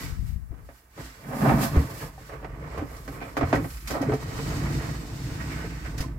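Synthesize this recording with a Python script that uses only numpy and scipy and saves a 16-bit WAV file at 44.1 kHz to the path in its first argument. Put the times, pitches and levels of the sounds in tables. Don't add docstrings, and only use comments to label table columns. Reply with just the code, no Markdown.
import sys
import numpy as np
from scipy import signal
from scipy.fft import rfft, irfft, next_fast_len
from scipy.io import wavfile
from scipy.ndimage import uniform_filter1d

SR = 44100
rng = np.random.default_rng(int(sys.argv[2]) if len(sys.argv) > 2 else 0)


def transcribe(u):
    v = np.clip(np.atleast_2d(u).T, -1, 1)
    q = np.round(v * 32767).astype(np.int16)
    wavfile.write(sys.argv[1], SR, q)


N = 272538
TIME = np.arange(N) / SR
SIZE = next_fast_len(N + SR // 2, True)
FREQ = np.maximum(np.fft.rfftfreq(SIZE, 1 / SR), 1)
KNOCK_RISE_S = 0.0017

# centre in Hz, width in Hz, height over broad response in dB.
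DOOR_MODES = [(143, 32, 2.5), (249, 63, 3), (411, 13, 2.5), (549.5, 41, 6), (685.5, 16.7, 4.5),
              (777, 31, 4), (1051, 10, 4), (1244, 130, 0.5), (1417, 22, 1), (1726, 35, -1.5),
              (1910, 50, -4), (2380, 63, 2)]


def amp(db):
    return 10 ** (np.asarray(db) / 20)


def gains(table):
    s, *columns = np.transpose(table)
    outside_s = np.maximum(0, np.maximum(s[0] - TIME, TIME - s[-1]))
    fade = np.exp(-outside_s / 0.021)
    return [amp(np.interp(TIME, s, db)) * fade for db in columns]


def across(hz, values):
    return np.interp(np.log(FREQ), np.log(hz), values)


def ring(x, spectrum, modes=()):
    hz, db = np.transpose(spectrum)
    beyond_oct = np.maximum(0, np.maximum(np.log2(hz[0] / FREQ), np.log2(FREQ / hz[-1])))
    gain = amp(across(hz, db) - np.minimum(24 * beyond_oct, 60))
    for centre_hz, width_hz, peak_db in modes:
        gain = gain * amp(peak_db / (1 + (2 * (FREQ - centre_hz) / width_hz) ** 2))
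    unit_gain = gain / np.sqrt(np.mean(gain ** 2))
    cepstrum = irfft(np.log(unit_gain), SIZE)
    cepstrum[1:SIZE // 2] *= 2
    cepstrum[SIZE // 2 + 1:] = 0
    response = np.exp(rfft(cepstrum))
    return irfft(rfft(x, SIZE) * response, SIZE)[..., :N]


def flutter(rate_hz, depth_db):
    k = max(int(SR / rate_hz), 1)
    held = np.repeat(rng.standard_normal(N // k + 1), k)
    return amp(depth_db * uniform_filter1d(held, k)[:N])


def slips(rate_hz, spread_db):
    happens = rng.random((2, N)) < rate_hz / SR
    sign = rng.choice([-1, 1], (2, N))
    size = amp(spread_db * np.clip(rng.standard_normal((2, N)), -2, 2))
    x = happens * sign * size
    return x / np.std(x)


def blows(times, dbs, t60s, rise_s):
    power = np.zeros(N)
    age = TIME[:SR // 2]
    for s, db, t60 in np.broadcast(times, dbs, t60s):
        start = int(s * SR)
        burst = amp(db) * (1 - np.exp(-age / rise_s)) * np.exp(-np.log(1000) * age / t60)
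        power[start:start + len(age)] += burst[:N - start] ** 2
    return np.sqrt(power)


def swells(times, dbs, rises, falls):
    shape = 1.24
    power = np.zeros(N)
    for s, db, rise, fall in zip(times, dbs, rises, falls):
        near = slice(max(int((s - 5 * rise) * SR), 0), int((s + 5 * fall) * SR))
        away = np.abs(TIME[near] - s) / np.where(TIME[near] < s, rise, fall)
        power[near] += (amp(db) * np.exp(-away ** shape)) ** 2
    return np.sqrt(power)


def together(*envelopes):
    return np.sqrt(sum(e ** 2 for e in envelopes))


def swings(table, rise_s):
    out = np.zeros(N)
    age = TIME[:SR // 2]
    for s, db, hz, t60 in table:
        start = int(s * SR)
        envelope = (1 - np.exp(-age / rise_s)) * np.exp(-np.log(1000) * age / t60)
        swing = np.sin(2 * np.pi * hz * age) * envelope
        out[start:start + len(age)] += amp(db) * swing[:N - start]
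    return out


def garden():
    # frequency in Hz, relative density in dB.
    hush_spectrum = [(100, -6), (500, -8.5), (2000, -16.5), (3200, -29), (15000, -22.5)]
    return amp(-64) * ring(rng.standard_normal((2, N)), hush_spectrum)


def wind():
    # time in seconds, relative level in dB.
    wind_levels = [(0.03, -46.5), (0.22, -39), (0.42, -48.5), (0.68, -60.5)]
    # frequency in Hz, relative density in dB.
    gust_spectrum = [(15, -42), (35, -4), (60, 6), (110, -6), (180, -9.5), (280, -24.5), (500, -45),
                     (1500, -57)]
    # start in seconds, level in dB, pitch in Hz, T60 in seconds.
    buffets = [(.123, -17, 61.3, 0.1), (.192, -12.5, 55.4, 0.1), (.226, -15, 120, 0.068),
               (.29, -19.5, 76, 0.093), (.36, -14.5, 65, 0.061), (.509, -14.5, 67, 0.044)]
    gust, = gains(wind_levels)
    eddies = ring(slips(rate_hz=500, spread_db=0.5) * gust, gust_spectrum)
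    return (amp(13.0) * eddies + swings(buffets, rise_s=0.002)) * amp([[0], [-15]])


def thuds():
    # start in seconds, level in dB, pitch in Hz, T60 in seconds.
    thud_rows = [(1.545, -13, 140, 0.11), (1.771, -4, 73, 0.14), (2.789, -23, 85, 0.16),
                 (3.436, -18, 84.5, 0.18), (3.546, -21.5, 110, 0.31), (4.12, -20, 120, 0.13),
                 (6.003, -16, 61, 0.072)]
    return swings(thud_rows, rise_s=0.00084)


def grip(drone):
    # time in seconds, relative rumble level in dB.
    grip_levels = [(.6, -52), (.88, -64), (1.02, -51.5), (1.2, -55), (1.56, -39), (1.9, -46), (2.25, -49.5),
                   (2.5, -41.5), (3.25, -47.5), (3.5, -42), (4.2, -45), (4.5, -37.5), (5.15, -43.5),
                   (6.18, -40)]
    # frequency in Hz, relative density in dB.
    rumble_spectrum = [(15, -42), (30, -17), (50, 5), (64, 6), (85, -18.5), (120, -12), (300, -50)]
    drone_spectrum = [(60, -13), (100, -0.5), (125, 2), (155, 2), (195, -11.5), (245, -7), (310, -7),
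                      (400, -23), (800, -42.5)]
    rumble, = gains(grip_levels)
    low = ring(slips(rate_hz=460, spread_db=3.5) * rumble, rumble_spectrum)
    press = together(drone, amp(-9.5) * rumble)
    hollow = ring(slips(rate_hz=350, spread_db=2.5) * press, drone_spectrum)
    return amp(4.5) * low + amp(4.0) * hollow


def cloth_motion():
    # peak time in seconds, relative hiss level in dB, sheen over hiss in dB,
    # rise in seconds, fall in seconds.
    sweep_rows = [(.02, -47, -4, 0.11, 0.096), (.28, -62, 1, 0.082, 0.073), (.76, -67, 0.5, 0.14, 0.077),
                  (1.02, -53.5, -5.5, 0.056, .18), (1.47, -48, 1.5, 0.13, 0.17),
                  (1.635, -38, 0, 0.04, 0.045), (1.79, -51, -2.5, 0.11, .12), (2.02, -51, 0.5, 0.15, 0.067),
                  (2.26, -60, -3.5, 0.14, 0.14), (2.77, -61.5, -8, 0.21, 0.096),
                  (2.95, -59.5, 0, 0.096, .08), (3.13, -59.5, 1, 0.17, 0.091),
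                  (3.28, -57.5, -2, 0.074, .05), (3.5, -55.5, -4.5, 0.14, 0.3), (3.7, -60, 8, 0.089, 0.18),
                  (3.93, -46.5, -4.5, 0.055, .04), (4.122, -55, -8, 0.15, 0.15),
                  (6.02, -54, -9, 0.081, 0.065)]
    # peak time in seconds, relative rub level in dB,
    # relative case drone level in dB, half length in seconds.
    crumple_rows = [(0.03, -49.5, -42.5, 0.092), (.59, -57, -61, 0.055), (1.005, -48, -43, 0.028),
                    (1.322, -45, -50, 0.12), (1.52, -35, -32, 0.07), (1.773, -36, -27, 0.057),
                    (1.913, -45.5, -45, 0.18), (2.032, -41.5, -39.5, 0.048), (2.219, -52.5, -53, 0.027),
                    (2.342, -44, -47, 0.046), (2.518, -47.5, -48, 0.14), (2.641, -44.5, -43, 0.052),
                    (2.767, -41, -44, 0.065), (2.935, -46.5, -49.5, 0.077), (3.17, -43, -41, 0.084),
                    (3.27, -48, -52, 0.11), (3.51, -40.5, -37, 0.12), (3.597, -42, -32, 0.041),
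                    (4.068, -41, -34, 0.06), (6.017, -46.5, -37.5, 0.13)]
    # time in seconds, then relative levels in dB
    drag_levels = [(4.2, -55.5, -46.5, -52.5, -39), (4.35, -48.5, -42, -46, -37),
                   (4.384, -47.5, -40.5, -46.5, -33.5), (4.76, -48, -39.5, -42.5, -28.5),
                   (5.066, -53, -49.5, -53.5, -39.5), (5.554, -50.5, -45, -43.5, -35),
                   (5.832, -56, -52.5, -49, -42.5), (5.862, -50.5, -51, -40.5, -43),
                   (5.95, -58.5, -54, -63, -46)]
    s, db, sheen_db, rise, fall = np.transpose(sweep_rows)
    sweep = swells(s, db, rise, fall)
    sweep_sheen = swells(s, db + sheen_db, rise, fall)
    s, db, drone_db, half = np.transpose(crumple_rows)
    crumple = swells(s, db, half, half)
    crumple_drone = swells(s, drone_db, half, half)
    drag_hiss, drag_rub, drag_rasp, drag_drone = gains(drag_levels)
    rub = together(crumple, amp(-1) * drag_rub)
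    rasp = together(amp(5) * sweep, amp(-4.5) * crumple, amp(2) * drag_rasp)
    hiss = together(sweep, amp(-0.5) * drag_hiss)
    sheen = together(sweep_sheen, amp(-9) * drag_hiss)
    drone = together(crumple_drone, amp(-1.5) * drag_drone)
    return rub, rasp, hiss, sheen, drone


def squeaks():
    # peak time in seconds, relative level in dB, centre in Hz.
    squeak_rows = [(3.225, -45.5, 2370), (5.405, -49, 1650), (5.52, -43, 2150), (5.61, -46, 1500)]
    rise_s, fall_s, width_hz = 0.017, 0.027, 240
    out = np.zeros((2, N))
    friction = slips(rate_hz=1500, spread_db=3)
    for s, db, hz in squeak_rows:
        tone = signal.lfilter(*signal.iirpeak(hz, hz / width_hz, fs=SR), friction)
        out += tone / np.std(tone) * swells([s], [db], [rise_s], [fall_s])
    return out


def jacket(rub, rasp, hiss, sheen):
    # start in seconds, relative level in dB.
    swish_rows = [(2.776, -44.5), (2.964, -43.5), (3.076, -43), (3.367, -35), (3.528, -37), (3.549, -34.5),
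                  (3.701, -41), (3.735, -43), (3.768, -42), (3.803, -44.5), (3.873, -27.5), (3.906, -30.5),
                  (4.013, -36), (4.135, -37), (5.978, -32.5), (6.004, -30)]
    # frequency in Hz, relative density in dB.
    rub_spectrum = [(150, -31.5), (330, -4), (450, 4.5), (620, -0.5), (800, -6.5), (1050, -4.5),
                    (1400, -12), (2600, -26.5)]
    rasp_spectrum = [(500, -35.5), (850, 1), (1080, 0), (1280, 0.5), (1520, 3.5), (1750, 0), (2100, 3),
                     (2450, -3.5), (3200, -13), (6000, -49.5)]
    hiss_spectrum = [(1500, -23), (2600, 0.5), (3400, -1.5), (4200, 1), (5100, 2), (6200, -2), (8200, -1.5),
                     (9400, -14.5), (12000, -47)]
    sheen_spectrum = [(7000, -7), (9400, -6.5), (10800, -4.5), (12600, -0.5), (14000, -6), (15800, -8.5)]
    swish_spectrum = [(1200, 8.5), (2500, 8), (3400, 3.5), (5000, 8.5), (6500, 5), (8200, 1), (9500, -1.5),
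                      (12600, 2), (15800, -8)]
    drag = flutter(rate_hz=50, depth_db=1.53)
    catch = flutter(rate_hz=49, depth_db=1.5)
    folds = ring(slips(rate_hz=900, spread_db=2.5) * rub * drag, rub_spectrum)
    seams = ring(slips(rate_hz=1800, spread_db=1.5) * rasp * drag, rasp_spectrum)
    snags = ring(slips(rate_hz=90, spread_db=3.5) * rasp, rasp_spectrum)
    threads = ring(slips(rate_hz=16000, spread_db=2.5) * hiss * catch, hiss_spectrum)
    gloss = ring(slips(rate_hz=18000, spread_db=3.5) * sheen * catch, sheen_spectrum)
    s, db = np.transpose(swish_rows)
    crack = blows(s, db, 0.12, rise_s=0.002)
    crisp = ring(slips(rate_hz=9200, spread_db=3.5) * crack, swish_spectrum)
    coarse = amp(0.5) * folds + amp(-4.5) * seams + amp(-12.5) * snags
    return coarse + amp(0.5) * threads + amp(1.5) * gloss + amp(-4.5) * crisp


def pane_rings():
    # start in seconds, level in dB, pitch in Hz, T60 in seconds.
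    ring_rows = [(.689, -41, 560, 0.036), (1.761, -15, 335, 0.044), (2.179, -37.5, 774, 0.063),
                 (2.815, -28, 314, 0.072), (3.532, -16, 288.4, 0.13), (3.559, -24.5, 1917, .057),
                 (3.953, -19.5, 550, 0.047), (4.027, -21, 530, .07), (4.087, -20.5, 423, 0.31),
                 (4.138, -18, 426, .14), (5.644, -28.5, 444, .063), (6.04, -37, 1030, 0.084)]
    return swings(ring_rows, rise_s=0.00036)


def door_slide():
    # time in seconds, relative scrape level in dB, relative panel level in dB.
    pushes = [
        [(1.27, -52, -36.5), (1.33, -35, -34.5), (1.38, -36, -32.5), (1.436, -25, -18), (1.506, -19.5, -16),
         (1.56, -30, -22), (1.63, -29.5, -22.5), (1.68, -33.5, -32)],
        [(3.9, -44, -44), (3.958, -27.5, -47), (3.986, -35, -47), (4.034, -36, -36), (4.068, -45, -28),
         (4.092, -42, -31), (4.146, -37, -30.5), (4.19, -52, -46)],
    ]
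    # frequency in Hz, relative density in dB.
    scrape_spectrum = [(150, -51), (330, 2.5), (450, -1), (560, 5), (800, 4), (1000, 0.5), (1400, -4.5),
                       (2100, -10), (2700, -21), (3500, -27), (7000, -42)]
    panel_spectrum = [(60, -21.5), (100, -4.5), (140, 8), (170, -4.5), (215, 2), (270, 0), (330, -8),
                      (420, -17), (800, -44.5)]
    scrape, shake = sum(np.array(gains(push)) for push in pushes)
    judder = flutter(rate_hz=130, depth_db=0.5)
    grit = ring(slips(rate_hz=1300, spread_db=3.5) * scrape * judder, scrape_spectrum, DOOR_MODES)
    panes = ring(slips(rate_hz=900, spread_db=2.5) * shake, panel_spectrum, DOOR_MODES)
    return amp(-2.5) * grit + amp(-0.5) * panes


def impacts(times, dbs, t60s):
    out = np.zeros((2, N))
    size = amp(dbs) * np.sqrt(t60s * SR / (2 * np.log(1000)))
    at = ((times + KNOCK_RISE_S) * SR).astype(int)
    out[:, at] = size, size * rng.uniform(-1, 1, len(times))
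    return out


def knocks():
    # start in seconds, relative level in dB, relative low body level in dB, T60 in seconds.
    knock_rows = [(0.515, -48, -34, 0.085), (0.54, -46.5, -51, .12), (0.688, -39, -43, 0.13),
                  (0.976, -37.5, -37.5, 0.41), (1.49, -16.5, -22, 0.1), (1.756, -22.5, -17, 0.14),
                  (1.771, -22, -27, 0.066), (2.176, -43, -58, 0.084), (2.293, -35, -52.5, 0.23),
                  (2.427, -35, -31.5, 0.11), (2.444, -24.5, -36, 0.072), (2.774, -27, -26.5, 0.19),
                  (2.817, -33.5, -22, 0.13), (3.077, -27.5, -27.5, 0.092), (3.214, -28.5, -29, 0.17),
                  (3.367, -15, -18.5, 0.13), (3.409, -17, -15.5, 0.13), (3.429, -20, -22, 0.089),
                  (3.527, -9.5, -11, 0.12), (3.556, -22.5, -16.5, 0.16), (3.643, -24.5, -18.5, 0.08),
                  (3.902, -23, -17.5, .13), (3.953, -33, -21.5, .14), (3.999, -31, -19.5, 0.12),
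                  (4.026, -24.5, -23.5, 0.11), (4.094, -24, -16, 0.083), (4.12, -19, -21, 0.1),
                  (4.136, -29, -29, 0.16), (5.64, -35, -43, .1), (5.852, -34.5, -49, 0.2),
                  (5.988, -37, -35, .12)]
    # frequency in Hz, relative density in dB.
    clack_spectrum = [(150, -42.5), (330, -3), (480, -1.5), (720, 0.5), (1000, -7), (1400, -9),
                      (2000, -10.5), (2700, -20.5), (3500, -27.5), (7000, -38)]
    body_spectrum = [(80, -19.5), (130, -2.5), (200, -20), (270, 3.5), (340, -7), (450, -12), (620, -20),
                     (1500, -34.5)]
    s, db, body_db, t60 = np.transpose(knock_rows)
    chatter = slips(rate_hz=4000, spread_db=2.0) * blows(s, db, t60, KNOCK_RISE_S)
    clack = ring(chatter + amp(-8) * impacts(s, db, t60), clack_spectrum, DOOR_MODES)
    heave = slips(rate_hz=3000, spread_db=4.0) * blows(s, body_db, t60, 2 * KNOCK_RISE_S)
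    body = ring(heave, body_spectrum, DOOR_MODES)
    return amp(-6.5) * clack + amp(-2.5) * body


def ports(pair):
    # frequency in Hz, likeness from -1 to 1, left minus right in dB.
    port_rows = [(60, 0.99, -1.4), (128, 0.98, 0.1), (290, 0.89, -1), (600, 0.67, -2), (1110, -0.13, -4.5),
                 (1760, -0.014, -8), (3270, -0.048, 1.5), (6000, -0.02, -2.5), (15000, 0, -2)]
    hz, likeness, tilt_db = np.transpose(port_rows)
    likeness = np.clip(across(hz, likeness), -.99, .99)
    tilt_db = across(hz, tilt_db)
    mid, side = rfft(pair, SIZE)
    side = side * np.sqrt((1 - likeness) / (1 + likeness))
    left = (mid + side) * amp(tilt_db / 2)
    right = (mid - side) * amp(-tilt_db / 2)
    return irfft(np.array([left, right]), SIZE)[:, :N]


def glass_echoes(pair):
    pane_lags_s = [.0012, .0017, .0027, .0036, .0052, .0068, .0105, .016]
    bright = signal.sosfilt(signal.butter(2, 450, "high", fs=SR, output="sos"), pair)
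    out = pair.copy()
    for port in range(2):
        for lag_s in pane_lags_s:
            offset, phase, pace = rng.random(3)
            glide_s = .00012 * np.sin(2 * np.pi * (phase + .3 * pace * TIME))
            path_s = lag_s * (.8 + .4 * offset) + glide_s
            out[port] += .18 * np.interp(TIME - path_s, TIME, bright[port], left=0)
    return out


def scene():
    rub, rasp, hiss, sheen, drone = cloth_motion()
    cloth = jacket(rub, rasp, hiss, sheen) + squeaks()
    near = glass_echoes(ports(cloth + grip(drone) + door_slide() + knocks() + garden()))
    return amp(-1) * near + thuds() + pane_rings() + wind()


def record(dry):
    top_hz = 15830
    rounded = .7 * np.tanh(dry / .7)
    return signal.sosfilt(signal.ellip(12, .1, 80, top_hz, fs=SR, output="sos"), rounded)


dry = scene()
out = record(dry)
transcribe(out)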